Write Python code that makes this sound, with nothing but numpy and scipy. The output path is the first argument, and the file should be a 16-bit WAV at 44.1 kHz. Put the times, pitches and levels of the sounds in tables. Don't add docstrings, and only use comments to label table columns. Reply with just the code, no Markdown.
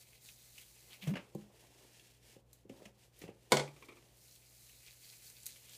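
import sys
import numpy as np
from scipy import signal
from scipy.fft import rfft, irfft
from scipy.io import wavfile

SR = 44100
rng = np.random.default_rng(int(sys.argv[2]) if len(sys.argv) > 2 else 0)


def bounce(signal):
    frames = np.transpose(np.atleast_2d(signal))
    limited = np.clip(frames, -1, 1)
    pcm = np.round(limited * 32767).astype(np.int16)
    wavfile.write(sys.argv[1], SR, pcm)


N = 254456
TIME = np.arange(N) / SR

# peak_s, length_s, hiss_db, rub_db, crease_hz
STROKES = [(.01, 0.071, -60.5, -70, 4760), (0.122, 0.17, -64.5, -73.5, 4650), (0.284, 0.14, -58, -69, 3600),
           (0.442, 0.22, -62, -70.5, 4560), (0.585, 0.13, -60.5, -68, 3300),
           (0.8, 0.57, -63.5, -70.5, 5150), (0.93, 0.07, -65, -57, 2980), (1.032, 0.03, -62, -53.5, 2920),
           (1.084, 0.078, -62, -55, 2500), (4.054, 0.086, -75, -95, 8000), (4.287, 0.3, -64, -80, 4130),
           (4.477, 0.26, -71, -76, 5020), (4.7, 0.5, -62, -73.5, 4260), (4.908, 0.19, -64, -71.5, 4900),
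           (5.103, 0.25, -59, -69.5, 4000), (5.268, 0.12, -57.5, -64, 4970),
           (5.483, 0.49, -60.5, -68.5, 4130), (5.653, 0.083, -66, -67.5, 2330),
           (5.77, 0.19, -58.5, -65.5, 5200)]
# frequency_hz, density_db
HAIR_SPECTRUM = [(880, -27.5), (1500, -8.5), (1590, -12), (2110, -5.5), (3280, -8), (4100, 0.5), (5450, -2),
                 (6560, 1), (12600, -2), (14600, -2), (15500, -4)]
RUB_SPECTRUM = [(200, -2.5), (800, -5.5), (1350, -10.5), (1900, -2), (2400, 2.5), (3200, -1), (4200, -4.5),
                (7000, -16.5)]
# frequency_hz, rms_db
HUM_PARTIALS = [(58, -77), (120, -72.5)]
# frequency_hz, density_db
AIR_SPECTRUM = [(25, -17.5), (55, 3.5), (90, -6), (150, -3), (260, -9.5), (500, -8), (800, -14.5),
                (1300, -23), (2400, -28.5), (4000, -34), (15000, -34.5)]
# start_s, length_s, level_db, pitch_hz
CRINKLES = [(.009, .006, -64, 4950), (0.247, .015, -65, 4500), (0.286, 0.0034, -54.5, 3230),
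            (0.58, 0.0056, -54, 3100), (0.904, .012, -66, 2570), (1.996, 0.0053, -59, 2880),
            (3.1865, .009, -58.5, 14800), (4.011, .02, -73, 2480), (4.298, .035, -69, 5000),
            (4.349, .014, -67, 3600), (4.463, .006, -69.5, 8000), (4.86, .025, -62, 4340),
            (4.909, 0.01, -61.5, 3980), (5.037, .02, -64, 4410), (5.086, .02, -60, 4600),
            (5.24, .012, -65, 9000), (5.295, .008, -59, 8000), (5.358, .015, -64, 3800),
            (5.427, .008, -57, 7700), (5.457, .006, -47, 9900), (5.507, .018, -60.5, 4350),
            (5.693, .007, -59, 6950), (5.744, .015, -61, 4970)]
# start_s, snap_db, squelch_db
SNAPS = [(0.286, -66, -56), (0.578, -63, -51), (0.94, -43.5, -72), (1.073, -40, -44.5), (1.349, -42, -66),
         (2.531, -39, -75), (2.694, -53, -55), (2.853, -64, -49.5), (3.187, -57, -70), (3.215, -48, -51.5),
         (4.322, -45, -78), (4.354, -44, -73), (4.692, -57.5, -59), (4.867, -45, -64), (5.128, -57, -58.5),
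         (5.457, -46, -62), (5.465, -22, -57), (5.558, -54, -54.5)]
# frequency_hz, density_db
SNAP_SPECTRUM = [(500, -52), (1300, -17), (2000, -10), (3200, -15), (4100, 2.5), (5300, -8), (6500, 2.5),
                 (7200, 2), (8000, 1), (10500, -1.5), (13000, 0.5), (15000, -1.5)]
SQUELCH_SPECTRUM = [(500, -21), (1400, -16), (2300, 0), (3000, -1), (4100, -16.5), (6000, -7.5),
                    (15000, -25.5)]
# peak_s, length_s, swish_db, brush_db
SLEEVE_MOVES = [(1.3, 0.84, -71, -70.5), (1.622, 0.18, -66, -71.5), (1.805, 0.23, -66.5, -68),
                (2, 0.37, -65, -75.5), (2.308, 0.17, -64, -72.5), (2.565, 0.19, -75.5, -83),
                (2.815, 0.2, -67.5, -62.5), (3.029, 0.15, -70, -74.5), (3.225, 0.16, -63, -73),
                (3.524, 0.029, -52.5, -48.5), (3.783, 0.85, -68.5, -71)]
# frequency_hz, density_db
SWISH_SPECTRUM = [(760, -45.5), (1300, -14), (1730, -3), (2210, -3), (2800, -0.5), (3690, -3.5), (8040, -5),
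                  (15000, -11.5)]
BRUSH_SPECTRUM = [(80, -4), (190, 2), (350, 12.5), (550, 7), (900, 3.5), (1500, -9.5), (4000, -39.5)]
# time_s, slip_rate_hz, level_db
DRAG_PATH = [(1.02, 190, -66), (1.048, 190, -46), (1.063, 190, -58), (1.073, 165, -42), (1.081, 152, -26.5),
             (1.1, 142, -28.5), (1.108, 193, -32), (1.122, 200, -32), (1.133, 215, -38), (1.141, 175, -32),
             (1.15, 170, -53), (1.175, 185, -49), (1.22, 190, -70)]
JUDDER_HARMONICS = [-0.5, -31, -32.5, -40]
# frequency_hz, density_db
SCUFF_SPECTRUM = [(60, -12), (130, 0), (280, 0), (400, -4), (500, -16), (595, 0), (700, -15), (1200, -22),
                  (4000, -40)]
# start_s, level_db, contact_s, free_ringing_s
BUMPS = [(1.0665, -48, 0.0045, 0.028), (1.3486, -42.5, 0.00098, .4)]
# frequency_hz, level_db, t60_s
COUNTER_MODES = [(153.3, 6.5, 0.12), (207, 0, 0.28), (320, 5.5, 0.065), (359, 7, 0.07), (478, 3.5, 0.044),
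                 (574, 0, 0.058), (790, -5, 0.12), (1040, -7, 0.044)]
# start_s, knock_db, rim_db, wall_hz, wall_db, contact_s
TAPS = [(1.069, -46, -47, 575, -55, 0.0013), (1.136, -51, -43.5, 264, -40.5, .001),
        (1.154, -51, -37, 592, -44.5, 0.0014), (1.166, -48, -38, 570, -61, 0.00082),
        (1.414, -68, -65.5, 407, -66, 0.00067), (2.362, -57, -69, 527, -62, 0.001),
        (2.651, -50.5, -78, 211, -59, 0.0025), (2.696, -47, -63, 270, -47, 0.0012),
        (2.818, -55.5, -60, 594, -55, 0.00085), (2.857, -60, -56, 203, -50.5, 0.00081),
        (3.216, -56, -51, 310, -53, 0.0013), (3.236, -47, -51, 156, -49, 0.0012),
        (3.277, -54.5, -53.5, 454, -50, 0.001), (3.287, -47.5, -58.5, 337.6, -59, 0.0009)]
# frequency_hz, level_db, t60_s
HOLLOW_MODES = [(130, -5, 0.093), (195, -1, 0.053), (346, 6, 0.042), (440, 5, 0.03), (549, -0.5, 0.075),
                (780, 0.5, 0.017)]
# frequency_hz, density_db
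RIM_SPECTRUM = [(100, -60), (500, -2.5), (1000, -3.5), (1600, -3), (2700, 0), (3600, -11), (6000, -20),
                (14000, -34)]
# start_s, ring_db, crack_db, mode_scatter_db, cutoff_hz, thump_db
LANDINGS = [(3.5201, -38.5, -14.5, 1, 14800, -57), (3.5699, -56.5, -22, -1.5, 9620, -54),
            (3.5955, -62, -27.5, 5.5, 7600, -70)]
# frequency_hz, level_db, t60_s
CONTAINER_MODES = [(143.8, 10, 0.4), (215.5, 7, 0.2), (244.3, 6, 0.15), (325, -1, 0.066), (369, 8.5, 0.24),
                   (401.7, 5, 0.26), (459, 6.5, 0.2), (503, 9, 0.21), (520, 7.5, 0.13), (630, -3, 0.22),
                   (720, -2, 0.24), (799, -1.5, 0.22), (850, -0.5, 0.32), (941, 0.5, 0.25),
                   (1005, 17, 0.092), (1083, 9, .08), (1198, 8.5, 0.05), (1389, -5.5, 0.25),
                   (1471, 7.5, 0.12), (1617, 6, .085), (1974, 7.5, 0.05), (2183, 6, 0.09),
                   (2300, -4, 0.055), (2900, 4.5, 0.05), (3440, -5, .08), (3660, 7.5, 0.062),
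                   (4330, 3, 0.059), (4225, 4, 0.035), (4540, 0, 0.065), (4750, 5, 0.05), (5400, 0, 0.05),
                   (6970, 0, .05), (7280, -4.5, 0.036), (8730, 6, 0.027)]
CABINET_MODES = [(33, 1, 0.18), (48, -7, .17)]
# frequency_hz, density_db
CRACK_SPECTRUM = [(40, -28), (100, -34.5), (250, 0), (500, 9), (1000, -4.5), (1750, -9), (2200, 0),
                  (2650, -11), (3350, -4.5), (4000, -8.5), (4450, -4.5), (5300, -10.5), (6900, -9.5),
                  (8000, -11), (11000, -17.5), (15000, -21)]
# start_s, level_db
ROCKS = [(3.675, -48.5), (3.761, -56), (3.822, -48.5), (3.884, -47.5), (3.918, -55), (3.967, -56.5)]
# frequency_hz, density_db
BASE_SPECTRUM = [(100, -20), (330, 10.5), (480, 2), (750, -15), (1180, 2.5), (1700, -15), (2350, 6),
                 (2900, -13), (3400, -8.5), (5000, -18.5), (12000, -28)]
# frequency_hz, t60_s
ROOM_T60 = [(100, 0.32), (300, 0.22), (1000, 0.26), (3000, 0.21), (8000, 0.24), (15000, 0.18)]


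def from_db(db):
    return 10 ** (np.asarray(db) / 20)


def unit_rms(x):
    return x / np.sqrt(np.mean(x ** 2) + 1e-20)


def at_hz(points, hz):
    freqs, values = np.transpose(points)
    return np.interp(np.log(hz + 1e-6), np.log(freqs), values)


def butterworth(x, kind, hz, order=2):
    return signal.sosfilt(signal.butter(order, hz, kind, fs=SR, output="sos"), x)


def colour(x, spectrum, size=4096):
    gain = unit_rms(from_db(at_hz(spectrum, np.fft.rfftfreq(size, 1 / SR))))
    cepstrum = irfft(np.log(gain))
    cepstrum[1:size // 2] *= 2
    cepstrum[size // 2 + 1:] = 0
    return signal.fftconvolve(x, irfft(np.exp(rfft(cepstrum))))[:len(x)]


def add(track, start_s, sound):
    start = round(start_s * SR)
    track[start:start + len(sound)] += sound[:N - start]


def reflections(x):
    t, tail = TIME[:SR * 2 // 3], 0
    edges = np.geomspace(60, 18000, 13)
    for low, high in zip(edges, edges[1:]):
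        band = butterworth(rng.standard_normal(len(t)), "band", [low, high])
        tail = tail + band * from_db(-60 * t / at_hz(ROOM_T60, np.sqrt(low * high)))
    tail *= np.clip(t / 0.0028, 0, 1) ** 2
    return signal.fftconvolve(x, tail / np.linalg.norm(tail))[:N]


def bathroom(x, wet_db):
    return x + from_db(wet_db) * reflections(x)


def clicks(times, levels_db):
    out = np.zeros(N)
    out[np.round(times * SR).astype(int)] = from_db(levels_db)
    return out


def bursts(times, levels_db, t60_s, rise_s, wet_db):
    out, t = np.zeros(N), TIME[:SR // 4]
    envelope = np.minimum(t / rise_s, 1) * from_db(-60 * t / t60_s)
    for start_s, db in zip(times, levels_db):
        add(out, start_s, from_db(db) * envelope * rng.standard_normal(len(t)))
    return out + from_db(wet_db) * np.linalg.norm(envelope) * reflections(clicks(times, levels_db))


def soft_push(t, contact_s):
    force = np.sin(np.pi * np.minimum(t / contact_s, 1)) ** 2
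    return force / force.sum()


def ring(force, modes):
    out = 0
    for k, (hz, db, t60_s) in enumerate(modes):
        radius, angle = from_db(-60 / (t60_s * SR)), 2 * np.pi * hz / SR
        feedback = [1, -2 * radius * np.cos(angle), radius ** 2]
        out = out + (-1) ** k * from_db(db) * signal.lfilter([0, np.sin(angle)], feedback, force + 1e-18)
    return out


def wander(per_s):
    knots = TIME[::SR // per_s]
    return np.interp(TIME, knots, rng.standard_normal(len(knots)))


def slips(per_s, spread_db, clump_db):
    clumps = from_db(clump_db * wander(per_s=70))
    sizes = from_db(spread_db * np.minimum(rng.exponential(1, N), 5))
    return unit_rms(clumps * sizes * rng.choice([-1, 1], N) * (rng.random(N) < per_s / SR))


def swells(times, lengths, levels_db, rise_share=0.52, flatness=2.8):
    coarse_time, power = TIME[::64], 0
    for peak_s, length_s, db in zip(times, lengths, levels_db):
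        offset = (coarse_time - peak_s) / length_s
        distance = np.maximum(-offset / rise_share, offset / (1 - rise_share))
        power = power + (from_db(db) * np.exp(-distance ** flatness)) ** 2
    return np.interp(TIME, coarse_time, np.sqrt(power))


def flicker(x, depth_db, per_s):
    edges, out = np.geomspace(2000, 16000, 7), x
    for low, high in zip(edges, edges[1:]):
        drift = np.interp(TIME * per_s, np.arange(400), rng.standard_normal(400))
        out = out + (from_db(depth_db * drift) - 1) * butterworth(x, "band", [low, high], order=1)
    return out


def crease_ring(hz, bandwidth_hz=330, wander_octaves=0.11):
    pitch_hz = hz * 2 ** (wander_octaves * wander(per_s=25))
    phasor = np.exp(2j * np.pi * np.cumsum(pitch_hz) / SR)
    catches = slips(per_s=670, spread_db=3.0, clump_db=6.5)
    ringing = phasor * signal.lfilter([1], [1, -np.exp(-np.pi * bandwidth_hz / SR)], catches / phasor)
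    return unit_rms(bathroom(butterworth(ringing.imag, "high", 1910), wet_db=-1.5))


def hair_strokes():
    peak_s, length_s, hiss_db, rub_db, crease_hz = np.transpose(STROKES)
    strands = slips(per_s=5000, spread_db=0.5, clump_db=0.5)
    glove = slips(per_s=900, spread_db=4.0, clump_db=-0.5)
    hiss = flicker(colour(bathroom(strands, wet_db=-15.0), HAIR_SPECTRUM), depth_db=0.5, per_s=26)
    rub = flicker(colour(bathroom(glove, wet_db=-1.5), RUB_SPECTRUM), depth_db=4.5, per_s=30)
    crease = from_db(-12.5) * crease_ring(np.interp(TIME, peak_s, crease_hz))
    dye = slips(per_s=130, spread_db=2.0, clump_db=5.0)
    crackle = from_db(-15) * unit_rms(colour(bathroom(dye, wet_db=-3.0), HAIR_SPECTRUM))
    rustle = unit_rms(hiss) + crease + crackle
    return swells(peak_s, length_s, hiss_db) * rustle + swells(peak_s, length_s, rub_db) * unit_rms(rub)


def room_tone():
    hum = sum(np.sqrt(2) * from_db(db) * np.sin(2 * np.pi * (hz * TIME + rng.random()))
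              for hz, db in HUM_PARTIALS)
    return hum + from_db(-73.5) * colour(rng.standard_normal(N), AIR_SPECTRUM)


def glove_crinkles(tick_count=7, spread_db=14, band_ratio=1.2):
    out = np.zeros(N)
    for start_s, length_s, db, hz in CRINKLES:
        ticks = np.zeros(SR // 10)
        place, weakness = rng.random((2, tick_count))
        signs = rng.choice([-1, 1], tick_count)
        ticks[(place * length_s * SR).astype(int)] = from_db(-spread_db * weakness) * signs
        fold = butterworth(ticks, "band", [hz / band_ratio, hz * band_ratio], order=1)
        add(out, start_s, from_db(db) * np.sqrt(length_s * SR) * fold / np.linalg.norm(fold))
    return bathroom(butterworth(out, "high", 2000), wet_db=-8.5)


def glove_snaps():
    start_s, snap_db, squelch_db = np.transpose(SNAPS)
    click = clicks(start_s, snap_db + 3)
    flutter = bursts(start_s, snap_db - 11.5, t60_s=0.024, rise_s=0.001, wet_db=-4.0)
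    squelch = bursts(start_s, squelch_db, t60_s=0.061, rise_s=0.0024, wet_db=-10.5)
    return colour(click + flutter, SNAP_SPECTRUM) + colour(squelch, SQUELCH_SPECTRUM)


def sleeves():
    peak_s, length_s, swish_db, brush_db = np.transpose(SLEEVE_MOVES)
    fibres = slips(per_s=7000, spread_db=1.5, clump_db=2.0)
    swish = unit_rms(colour(bathroom(fibres, wet_db=-10.5), SWISH_SPECTRUM))
    brush = unit_rms(colour(slips(per_s=720, spread_db=-0.5, clump_db=-1.5), BRUSH_SPECTRUM))
    return swells(peak_s, length_s, swish_db) * swish + swells(peak_s, length_s, brush_db) * brush


def glove_drag():
    time_s, slip_rate_hz, level_db = np.transpose(DRAG_PATH)
    phase = 2 * np.pi * np.cumsum(np.interp(TIME, time_s, slip_rate_hz) * (TIME > time_s[0])) / SR
    judder = sum(from_db(db) * np.sin(k * phase) for k, db in enumerate(JUDDER_HARMONICS, 1))
    scuff = from_db(-17) * unit_rms(colour(slips(per_s=900, spread_db=1.5, clump_db=1.0), SCUFF_SPECTRUM))
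    envelope = np.interp(TIME, time_s, from_db(level_db), left=0, right=0)
    return bathroom(envelope * (judder + scuff), wet_db=-20.0)


def counter_bumps(damping_s=0.0046):
    out, t = np.zeros(N), TIME[:SR // 2]
    for start_s, db, contact_s, free_s in BUMPS:
        damping = np.exp(-np.maximum(t - free_s, 0) / damping_s)
        add(out, start_s, from_db(db) * damping * ring(soft_push(t, contact_s), COUNTER_MODES))
    return bathroom(butterworth(out, "high", 107), wet_db=-9.0)


def container_taps(wall_t60_s=0.11):
    body, t = np.zeros(N), TIME[:SR // 4]
    for start_s, knock_db, _, wall_hz, wall_db, contact_s in TAPS:
        modes = [(hz, knock_db + db + rng.standard_normal(), t60_s) for hz, db, t60_s in HOLLOW_MODES]
        add(body, start_s, ring(soft_push(t, contact_s), modes + [(wall_hz, wall_db, wall_t60_s)]))
    start_s, _, rim_db = np.transpose(TAPS)[:3]
    rim = colour(bursts(start_s, rim_db, t60_s=0.041, rise_s=0.0039, wet_db=-3.0), RIM_SPECTRUM)
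    return bathroom(butterworth(body, "high", 79), wet_db=-5.0) + rim


def container_landing(delay_at_1khz_s=0.0013):
    start_s, ring_db, crack_db, scatter_db, cutoff_hz, thump_db = np.transpose(LANDINGS)
    crack, body = 0, 0
    for k in range(len(start_s)):
        click = clicks(start_s[[k]], crack_db[[k]] + 11.5)
        rattle = bursts(start_s[[k]], crack_db[[k]], t60_s=0.028, rise_s=0.00091, wet_db=-4.0)
        crack = crack + butterworth(click + rattle, "low", cutoff_hz[k])
    for hz, db, t60_s in CONTAINER_MODES:
        arrival_s = start_s + delay_at_1khz_s * np.sqrt(1000 / hz)
        blows = clicks(arrival_s, ring_db + scatter_db * rng.standard_normal(len(start_s)))
        body = body + ring(blows, [(hz, db, t60_s)])
    body = butterworth(butterworth(body, "high", 136), "high", 136)
    thump = ring(clicks(start_s, thump_db), CABINET_MODES)
    return bathroom(body, wet_db=-12.5) + colour(crack, CRACK_SPECTRUM) + thump


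def container_rocking():
    start_s, level_db = np.transpose(ROCKS)
    return colour(bursts(start_s, level_db, t60_s=0.097, rise_s=0.0036, wet_db=-10.5), BASE_SPECTRUM)


def scene():
    hands = hair_strokes() + sleeves() + glove_snaps() + glove_crinkles()
    counter = counter_bumps() + glove_drag()
    container = container_taps() + container_landing() + container_rocking()
    return (hands + counter + container + room_tone())[None]


def record(dry, cutoff_hz=15350):
    low_pass = signal.ellip(12, .1, 70, cutoff_hz, fs=SR, output="sos")
    return signal.sosfilt(low_pass, butterworth(dry, "high", 35))


dry = scene()
out = record(dry)
bounce(out)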